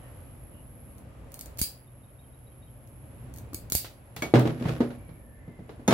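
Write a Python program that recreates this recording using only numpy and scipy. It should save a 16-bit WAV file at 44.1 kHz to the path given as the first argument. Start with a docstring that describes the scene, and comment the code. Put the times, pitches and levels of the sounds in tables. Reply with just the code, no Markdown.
"""A wire stripper bites and snaps twice under a porch roof, then is dropped on a cluttered plastic table.
Cracks are short noise bursts with jaw modes; blows excite table modes, a decaying thud and rattling noise.
A cable drags by stick and slip, and steel pliers clink as modal rings when they are picked up.
Behind: a bird and far calls of gliding tones, a shrill insect of pulsed noise, distant rumble, wash and hum."""
import sys
import numpy as np
from scipy import signal
from scipy.fft import rfft, irfft
from scipy.io import wavfile
from scipy.ndimage import uniform_filter1d

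SR = 44100
rng = np.random.default_rng(int(sys.argv[2]) if len(sys.argv) > 2 else 0)


def generate_wav(signal):
    """Clip the signal to [-1, 1] and save it as 16-bit WAV at the path in sys.argv[1]."""
    frames = np.transpose(np.atleast_2d(signal))
    scaled = np.clip(frames, -1, 1) * 32767
    pcm = np.round(scaled).astype(np.int16)
    wavfile.write(sys.argv[1], SR, pcm)


N = 261513
T = np.arange(N) / SR
RING = T[:SR * 3 // 4]  # time axis of one decaying sound, s
EDGE_HZ = 15900  # upper band limit

# full squeezes, timed as the jaws fly open: t/s, relative levels of snap/dB, tearing/dB, spring jangle/dB
STRIPS = [(1.615, 1.5, -5, -31.5), (3.7509, 2, 1, -35.5)]
# spectrum of a sharp crack: f/Hz, relative density/dB per Hz
CRACK_SPECTRUM = [(150, 5), (600, -6), (1500, -11), (3000, -6.5), (4700, -2), (6200, 1), (9000, 1.5),
                  (12500, 5.5), (15500, 4)]
# modes of the stripper's steel jaws: f/Hz, relative level/dB, t60/s
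JAW_MODES = [(1707, -13, .12), (2245, 2, .15), (2299, -9, .21), (2440, -18, .089), (2896, -21, .2),
             (3320, -14, .1), (3420, -11, .1), (4355, -12, .16), (4480, -13, .1), (5200, -16, .1),
             (6051, -18, .16), (6304, -14, .13), (6613, -10, .14), (7671, -19, .13), (8040, -17, .1),
             (9410, -18, .19), (12680, -17, .16), (14740, -24, .13)]
# modes of the plastic table top: f/Hz, relative level/dB, t60/s
TOP_MODES = [(117, -15, 0.056), (124.8, -5.5, 0.46), (157.3, -6, 0.33), (241.6, -4.5, 0.37),
             (304.5, -8, 0.26), (323.5, -5.5, 0.17), (381, -8.5, 0.22), (428, -5, 0.15), (466.3, -12, 0.26),
             (530, -28, 0.41), (571, -19.5, 0.48), (649, -11, 0.107), (702, -17, 0.16), (932, -23, 0.11),
             (1060, -43, 0.083), (1368, -40, 0.13)]


def amp(db):
    """Logarithmic level: decibels to an amplitude ratio."""
    return 10 ** (np.asarray(db) / 20)


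def balance(right_db):
    """Level difference between ears: lowers the left and raises the right by right_db."""
    return amp([[-right_db], [right_db]])


def damped(t, t60):
    """Exponential decay: the amplitude falls by 60 dB in t60 seconds."""
    return np.exp(-np.log(1000) * t / t60)


def evened(x):
    """Root-mean-square normalization: scales to rms 1."""
    return x / np.sqrt(np.mean(x ** 2) + 1e-20)


def read(points, hz):
    """Logarithmic pitch scale: interpolates a table along log frequency."""
    f, value = np.transpose(points)
    return np.interp(np.log(hz + 1), np.log(f + 1), value)


def curve(rows, column=1):
    """Envelope: a gain that follows one dB column of a table in time."""
    rows = np.array(rows)
    return amp(np.interp(T, rows[:, 0], rows[:, column]))


def add(mix, s, sound):
    """Superposition: adds a sound to the mix from time s."""
    part = mix[:, max(round(s * SR), 0):][:, :sound.shape[-1]]
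    part += sound[..., :part.shape[1]]


def noise(colour, size, tilt_db=0):
    """Partial coherence: coloured stereo noise whose channels agree in the bass and part in the treble."""
    # likeness of the two channels: f/Hz, correlation
    coherence = [(100, 0.94), (300, 0.77), (700, 0.46), (1500, 0.057), (4000, 0.11), (12000, 0.031)]
    hz = np.fft.rfftfreq(size, 1 / SR)
    left, other = rfft(rng.standard_normal((2, size)))
    same = np.clip(read(coherence, hz), -1, 1)
    right = same * left + np.sqrt(1 - same ** 2) * other
    gain = amp(read(colour, hz) + tilt_db * np.log2(hz + 1))  # tilt in dB per octave
    gain = gain * (hz < EDGE_HZ) * (hz > 20)
    return evened(irfft(np.array([left, right]) * gain, size))


def wander(rate):
    """Random modulation: slow sines up to rate (Hz) with random phases sum to a motion of rms 1."""
    rates = np.geomspace(rate / 10, rate, 20)
    return evened(sum(np.sin(2 * np.pi * (f * T + rng.random())) / np.sqrt(f) for f in rates))


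def fade(x, t60s):
    """Frequency-dependent damping: each band dies at its own speed."""
    hz, t, bands = signal.stft(x, SR, nperseg=256)
    decay = amp(-60 * t / read(t60s, hz)[:, None])
    return signal.istft(bands * decay, SR)[1][:, :x.shape[1]]


def ring(modes, weights_db, spread):
    """Modal superposition: damped sines; spread sets how far their phases part between the ears."""
    hz, db, t60 = np.transpose(modes)[:, :, None]
    phase = spread * np.sqrt(hz / hz.max()) * rng.standard_normal((2, len(modes), 1))
    level = amp(db + weights_db[:, None])
    return (level * damped(RING, t60) * np.sin(2 * np.pi * hz * RING + phase)).sum(1)


def porch(x, build_s=0.0018):
    """Reverberation: dense bright reflections from roof and clutter swell for a moment, then die."""
    # spectrum of the reflections: f/Hz, relative density/dB
    room_colour = [(200, -14), (1200, -10), (3000, 1), (4600, 3.5), (6000, -3.5), (8000, 6), (15000, 1)]
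    # decay of the reflections: f/Hz, t60/s
    room_t60 = [(300, 0.18), (2000, 0.35), (5000, 0.31), (10000, 0.2), (15000, 0.26)]
    tail = fade(noise(room_colour, size=len(RING)), room_t60) * (1 - np.exp(-RING / build_s))
    return signal.fftconvolve(x, tail / np.linalg.norm(tail[0]), axes=1)


def stripper(crack_db=-33, right_db=1.0, rise_s=0.00032, room_right_db=-0.1, fibres_per_s=400, smooth=0.44):
    """Sudden release of strain: jaws click, insulation tears in a crackle, jaws crack open, handles kick."""
    # light clicks of the jaws and hinge: t/s, relative level/dB
    jaw_clicks = [(.982, -33), (1.319, -27), (1.3417, -17.5), (1.3917, -17.5), (1.41, -15), (1.4587, -22),
                  (1.573, -25), (2.874, -38), (3.339, -25.5), (3.361, -26), (3.374, -27), (3.3847, -23),
                  (3.533, -23), (3.545, -8.5), (3.6998, -15), (3.73, -8), (4.1632, -18.5), (4.3937, -17)]
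    # recoil of the handles in the glove: t/s, level/dB, f/Hz, t60/s
    recoils = [(1.615, -23, 74.6, 0.062), (1.616, -16.5, 228, 0.011), (3.531, -31.5, 282, 0.027),
               (3.532, -37.5, 1140, 0.0096), (3.5439, -31, 297, 0.031), (3.7486, -24.5, 74, 0.068)]
    click_s, click_room_db = 0.0016, -5.5
    snap_s, snap_room_db = 0.0012, 0.5
    tear_s, tear_fade_s, tear_room_db = 0.03, 0.023, -3.5  # the tear starts tear_s before the snap
    jaw_ring_db, jaw_damped_hz, jaw_damped_db = -29.5, 3500, -20.5
    out, t = np.zeros((2, N)), RING[:SR // 20]
    rise = 1 - np.exp(-t / rise_s)

    click_shape = rise * np.exp(-t / click_s)
    bursts = [(s, db, click_shape, click_room_db) for s, db in jaw_clicks]
    for s, snap_db, tear_db, _ in STRIPS:
        breaks = (rng.random(len(t)) < fibres_per_s / SR) * rng.exponential(1, len(t))
        crackle = smooth + evened(signal.fftconvolve(breaks, np.exp(-t / snap_s))[:len(t)])
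        tear_shape = rise * crackle * np.exp(-t / tear_fade_s) * (t < tear_s)
        bursts.append((s - tear_s, tear_db, tear_shape, tear_room_db))
        bursts.append((s, snap_db, rise * np.exp(-t / snap_s), snap_room_db))

    # the grip on the wire damps the low modes of the jaws
    jaw_weights_db = jaw_damped_db * (np.array(JAW_MODES)[:, 0] < jaw_damped_hz)
    for s, db, shape, room_db in bursts:
        crack = noise(CRACK_SPECTRUM, size=len(t)) * evened(shape) * amp(db + crack_db)
        add(out, s, crack * balance(right_db))
        add(out, s, amp(db + jaw_ring_db) * ring(JAW_MODES, jaw_weights_db, spread=1.35))
        add(out, s, porch(crack) * amp(room_db) * balance(room_right_db))
    for s, db, hz, t60 in recoils:
        add(out, s, -amp(db) * np.sin(2 * np.pi * hz * RING) * damped(RING, t60))
    return out


def spring(t60=0.25, build_s=0.0088):
    """Dense mode cluster: coils chatter against each other, heard as narrow-band decaying noise."""
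    # spectrum of the coils: f/Hz, relative density/dB per Hz
    coil_spectrum = [(1500, -31), (2300, -25), (2650, -6), (3200, -18), (3700, -11), (4300, 0), (4700, 15),
                     (5100, 6), (5700, -30), (7000, -16)]
    out = np.zeros((2, N))
    for s, _, _, db in STRIPS:
        envelope = (1 - np.exp(-RING / build_s)) * damped(RING, t60)
        add(out, s, amp(db) * noise(coil_spectrum, size=len(RING)) * envelope)
    return out


def steel(clinks, modes, room_db=-7, tick_db=-2, tick_s=0.0012):
    """Impulsive excitation of modes: tool meets tool in a short tick and the jaws ring."""
    out = np.zeros((2, N))
    for s, db in clinks:
        tick = amp(tick_db) * noise(CRACK_SPECTRUM, size=len(RING)) * np.exp(-RING / tick_s)
        clink = amp(db) * (ring(modes, np.zeros(len(modes)), spread=1.8) + tick)
        add(out, s, clink)
        add(out, s, amp(room_db) * porch(clink))
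    return out


def from_right(x, count=4):
    """Interaural delay: sound from the right reaches the left microphone count samples late."""
    return np.array([np.pad(x[0], (count, 0))[:N], x[1]])


def table(clatter_db=-9, top_db=-3, thud_db=4, deep_hz=200, right_db=0.5, contact_s=0.0009, lowest_hz=92,
          soft_tilt_db=-0.47, thud_cycles=2.96, slap=0.84, slap_s=0.0039):
    """Plate impact: a blow dents and rings the top; a harder one shakes loose things louder and brighter."""
    # blows: t/s, relative level/dB, weight on the deepest modes/dB, hardness/dB, thud f/Hz
    blows = [(3.8446, -49, -8, 15.5, 1090), (4.1641, -46.5, 12.5, 14.5, 290), (4.222, -29.5, -2, 8.5, 256),
             (4.3379, -9.5, 0.5, -1, 335), (4.3443, -22.5, 10, 3, 210), (4.3539, -20, 11, 6.5, 267),
             (4.394, -22.5, -9, 4.5, 206), (4.453, -21, 3, -2, 325), (4.492, -31.5, 9.5, 2.5, 255),
             (4.5526, -39, 4, -4, 243), (4.611, -26.5, 0, -10.5, 241.7), (4.654, -27.5, 11, 2, 174),
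             (4.685, -40, -2, 10.5, 298), (4.8047, -15.5, -11, -5, 254), (4.9042, -40, -18, 6, 261),
             (5.09, -48.5, 15, 5.5, 280), (5.478, -39, 0, -10.5, 171), (5.591, -39, 5, -10, 186),
             (5.692, -42.5, -14, 6.5, 440), (5.795, -40, -5, -7, 272), (5.879, -21, -19, 4, 215),
             (5.8824, -19, 4, 5, 190), (5.907, -25.5, -13, 10, 184), (5.924, -19, -10, 8, 182)]
    # spectrum of the loose things on the table: f/Hz, relative density/dB per Hz
    clatter_spectrum = [(50, -23), (110, -13.5), (300, -3), (720, -5), (1000, -12), (1400, -13),
                        (2500, -21), (4000, -25), (6000, -34.5), (10000, -42.5), (15500, -47)]
    # decay of the loose things: f/Hz, t60/s
    clatter_decay = [(100, 1), (500, 0.25), (2000, 0.24), (8000, 0.29)]
    # above hard_from_db each dB of hardness tilts the clatter up by brighten dB per octave
    hard_from_db, brighten = 5.5, 0.62
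    out, mode_hz = np.zeros((2, N)), np.array(TOP_MODES)[:, 0]
    contact = 1 - np.exp(-(RING / contact_s) ** 2)  # rubber grips and gloves land softly
    for s, db, deep_db, hard_db, thud_hz in blows:
        top = amp(top_db) * ring_top(mode_hz, deep_hz, deep_db)
        thud_decay = np.exp(-thud_hz * RING / thud_cycles)
        thud = amp(thud_db) * np.sin(2 * np.pi * thud_hz * RING) * thud_decay
        tilt_db = soft_tilt_db + brighten * max(hard_db - hard_from_db, 0)
        clatter = fade(noise(clatter_spectrum, size=len(RING), tilt_db=tilt_db), clatter_decay)
        clatter = clatter * (1 + slap * np.exp(-RING / slap_s))
        add(out, s, amp(db) * contact * (amp(clatter_db + hard_db) * clatter - top - thud))
    # a small top sends out no deep bass
    radiated = signal.sosfilt(signal.butter(3, lowest_hz, "high", fs=SR, output="sos"), out)
    return radiated * balance(right_db)


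def ring_top(mode_hz, deep_hz, deep_db):
    """Selective excitation: the modes of the top below deep_hz are weighted by deep_db."""
    return ring(TOP_MODES, (mode_hz < deep_hz) * deep_db, spread=0.61)


def cable(slips_per_s=250, slip_s=0.0014, smooth=0.94, body_db=6):
    """Stick-slip friction: tiny bursts over the ribbed top also set the top rumbling."""
    # strokes of the drag: t/s, relative level/dB
    drag_level = [(4.44, -58), (4.47, -34.5), (4.54, -53), (4.62, -48), (4.655, -39.5), (4.69, -37.5),
                  (4.73, -42), (4.77, -48), (4.97, -64)]
    # spectrum of the scraping: f/Hz, relative density/dB per Hz
    drag_spectrum = [(290, -29), (500, 4), (629, -8.5), (876, -9.5), (1130, -8), (2290, -13), (9790, -33.5),
                     (11500, -29), (15500, -42)]
    slips = (rng.random(N) < slips_per_s / SR) * rng.exponential(1, N)
    grain = evened(smooth + signal.lfilter([1], [1, -np.exp(-1 / (slip_s * SR))], slips))
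    stroke = grain * curve(drag_level) * (T > drag_level[0][0]) * (T < drag_level[-1][0])
    top = ring(TOP_MODES, np.zeros(len(TOP_MODES)), spread=0.86)
    push = (stroke * rng.standard_normal(N))[None]
    body = signal.fftconvolve(push, top / np.linalg.norm(top[0]), axes=1)[:, :N]
    return noise(drag_spectrum, size=N) * stroke + amp(body_db) * body


def bird(length_s=0.031, glide=0.044, low_hz=3150, low_db=-7, gap_s=0.05, fall=0.094, room_db=-8):
    """Frequency glide: short rising pips of a distant bird, each followed by a softer falling note."""
    # rising pips: t/s at the middle, level/dB, middle f/Hz
    pips = [(1.88, -69.5, 3640), (2.043, -66.5, 3720), (2.197, -62.5, 3740), (2.341, -69, 3820),
            (2.475, -66.5, 3850), (2.632, -61.5, 3760)]
    out, t = np.zeros((2, N)), np.arange(0, length_s, 1 / SR)
    along, swell = t / length_s - .5, np.hanning(len(t))
    for s, db, hz in pips:
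        rising = np.sin(2 * np.pi * np.cumsum(hz * (1 + glide * along)) / SR)
        falling = np.sin(2 * np.pi * np.cumsum(low_hz * (1 - fall * along)) / SR)
        start = s - length_s / 2
        add(out, start, amp(db) * swell * rising)
        add(out, start + gap_s, amp(db + low_db) * swell * falling)
    return out + amp(room_db) * porch(out)[:, :N]


def far_calls(sag=0.0282, blur=0.0267):
    """Frequency modulation: faint, slightly falling far whistles, their pitch blurred by the distance."""
    # whistles: t/s, length/s, level/dB, f/Hz
    whistles = [(.0, 0.13, -62, 1820), (.0, 0.12, -68, 2950), (.25, 0.11, -70, 2930),
                (0.508, 0.14, -65, 2920), (1.05, .25, -64, 1210), (4.909, .35, -65, 2280),
                (5.103, 0.54, -63.5, 1766), (5.308, 0.42, -63, 2045)]
    out = np.zeros((2, N))
    for s, length, db, hz in whistles:
        size = int(length * SR)
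        waver = blur * evened(uniform_filter1d(rng.standard_normal((2, size)), size=300))
        turns = np.cumsum(hz * (1 + sag * np.linspace(.5, -.5, size) + waver), axis=1) / SR
        add(out, s, amp(db) * np.sqrt(np.hanning(size)) * np.sin(2 * np.pi * turns))
    return out


def insect(pulse_hz=121, depth=0.38, level_db=4, right_db=1):
    """Amplitude modulation: a shrill buzz in long swelling phrases, pulsed by fast wing strokes."""
    # phrases: start t/s, end t/s, relative level at the end/dB
    phrases = [(-.5, 0.96, -62), (1.443, 3.237, -64.5), (3.803, 5.338, -66)]
    # spectrum of the buzz: f/Hz, relative density/dB per Hz
    buzz_spectrum = [(9500, -55.5), (10200, -11), (10700, 0.5), (11150, 10), (11500, 0), (11900, -15),
                     (13000, -28), (14000, -62)]
    # each phrase swells, then drops back to a faint buzz
    swell_db_per_s, edge_s, between_db = 1.5, 0.13, -74
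    turns = np.cumsum(pulse_hz * (1 + 0.0076 * wander(5.24))) / SR
    pulses = evened(1 + depth * np.cos(2 * np.pi * turns))
    effort = amp(between_db)
    for start, end, db in phrases:
        gate = np.clip(np.minimum(T - start, end + edge_s - T) / edge_s, 0, 1)
        effort = np.maximum(effort, gate * amp(db + swell_db_per_s * (T - end)))
    return noise(buzz_spectrum, size=N) * pulses * effort * amp(level_db) * balance(right_db)


def outdoors(split_hz=450, rumble_db=2, wash_db=-2.5):
    """Band-split noise and tones: lumpy far rumble, a soft wash above it and a wavering hum."""
    # spectrum of the yard: f/Hz, relative density/dB per Hz
    air_spectrum = [(25, -16.5), (50, 1.5), (125, -1), (175, -11.5), (250, -10), (390, -18.5), (560, -14.5),
                    (800, -21.5), (1750, -29.5), (2400, -31), (3000, -35), (4200, -43), (6400, -46.5),
                    (7600, -42.5), (9500, -46.5), (15500, -56)]
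    # course of the yard: t/s, relative rumble level/dB, relative wash level/dB
    air_level = [(0.0, -49, -53.5), (0.65, -49, -59), (1.5, -49.5, -54), (1.85, -55, -61),
                 (2.9, -52, -59.5), (3.3, -46.5, -54.5), (3.68, -47, -56), (4.0, -54.5, -58.5),
                 (4.8, -47.5, -52.5), (5.3, -50.5, -61.5), (5.93, -50.5, -56)]
    # partials of the hum: mean f/Hz, mean rms level/dB
    hum_partials = [(70, -65.5), (123.8, -58.5), (247.6, -71), (543.7, -75)]
    air = noise(air_spectrum, size=N)
    low = signal.sosfiltfilt(signal.butter(2, split_hz, fs=SR, output="sos"), air)
    rumble = evened(low) * curve(air_level) * amp(rumble_db + 0.19 * wander(23))
    wash = evened(air - low) * curve(air_level, column=2) * amp(wash_db + 0.15 * wander(3.6))
    hum = 0
    for hz, db in hum_partials:
        level = amp(db + 2 * wander(1.6)) * np.sqrt(2)
        turns = np.cumsum(hz * (1 + 0.01474 * wander(7.7))) / SR
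        hum = hum + level * np.sin(2 * np.pi * turns)
    return rumble + wash + hum


def scene():
    """Superposition of sources: the work at the table over the sounds of the yard."""
    # the stripper's jaws touching other tools: t/s, relative level/dB
    jaw_clinks = [(4.2218, -30), (4.338, -48)]
    # pliers knocked as the hand takes them: t/s, relative level/dB
    plier_clinks = [(5.878, -24.5)]
    # modes of the pliers: f/Hz, relative level/dB, t60/s
    plier_modes = [(665, 1, .18), (956, -3, .092), (1290, -5, .16), (2130, -9, .16), (3480, -8, .1),
                   (3655, -13, .2), (4330, -11, .12), (5286, -12, .18), (6035, -16, .25), (6615, 0, .085),
                   (9388, -11, .21), (10520, -19, .11), (12740, -17, .17), (14270, -20, .15)]
    tools = stripper() + spring()
    tools = tools + steel(jaw_clinks, JAW_MODES, room_db=-10.5)
    tools = tools + steel(plier_clinks, plier_modes, room_db=-6)
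    work = from_right(tools) + table() + cable()
    return work + bird() + far_calls() + insect() + outdoors()


def record(dry, low_cut_hz=36):
    """Band limitation: the microphone loses the deepest bass, then a steep low-pass cuts the top."""
    thinned = signal.sosfilt(signal.butter(2, low_cut_hz, "high", fs=SR, output="sos"), dry)
    low_pass = signal.firwin(255, EDGE_HZ, window=("kaiser", 8), fs=SR)
    return signal.oaconvolve(thinned, low_pass[None], "same")


dry = scene()
out = record(dry)
generate_wav(out)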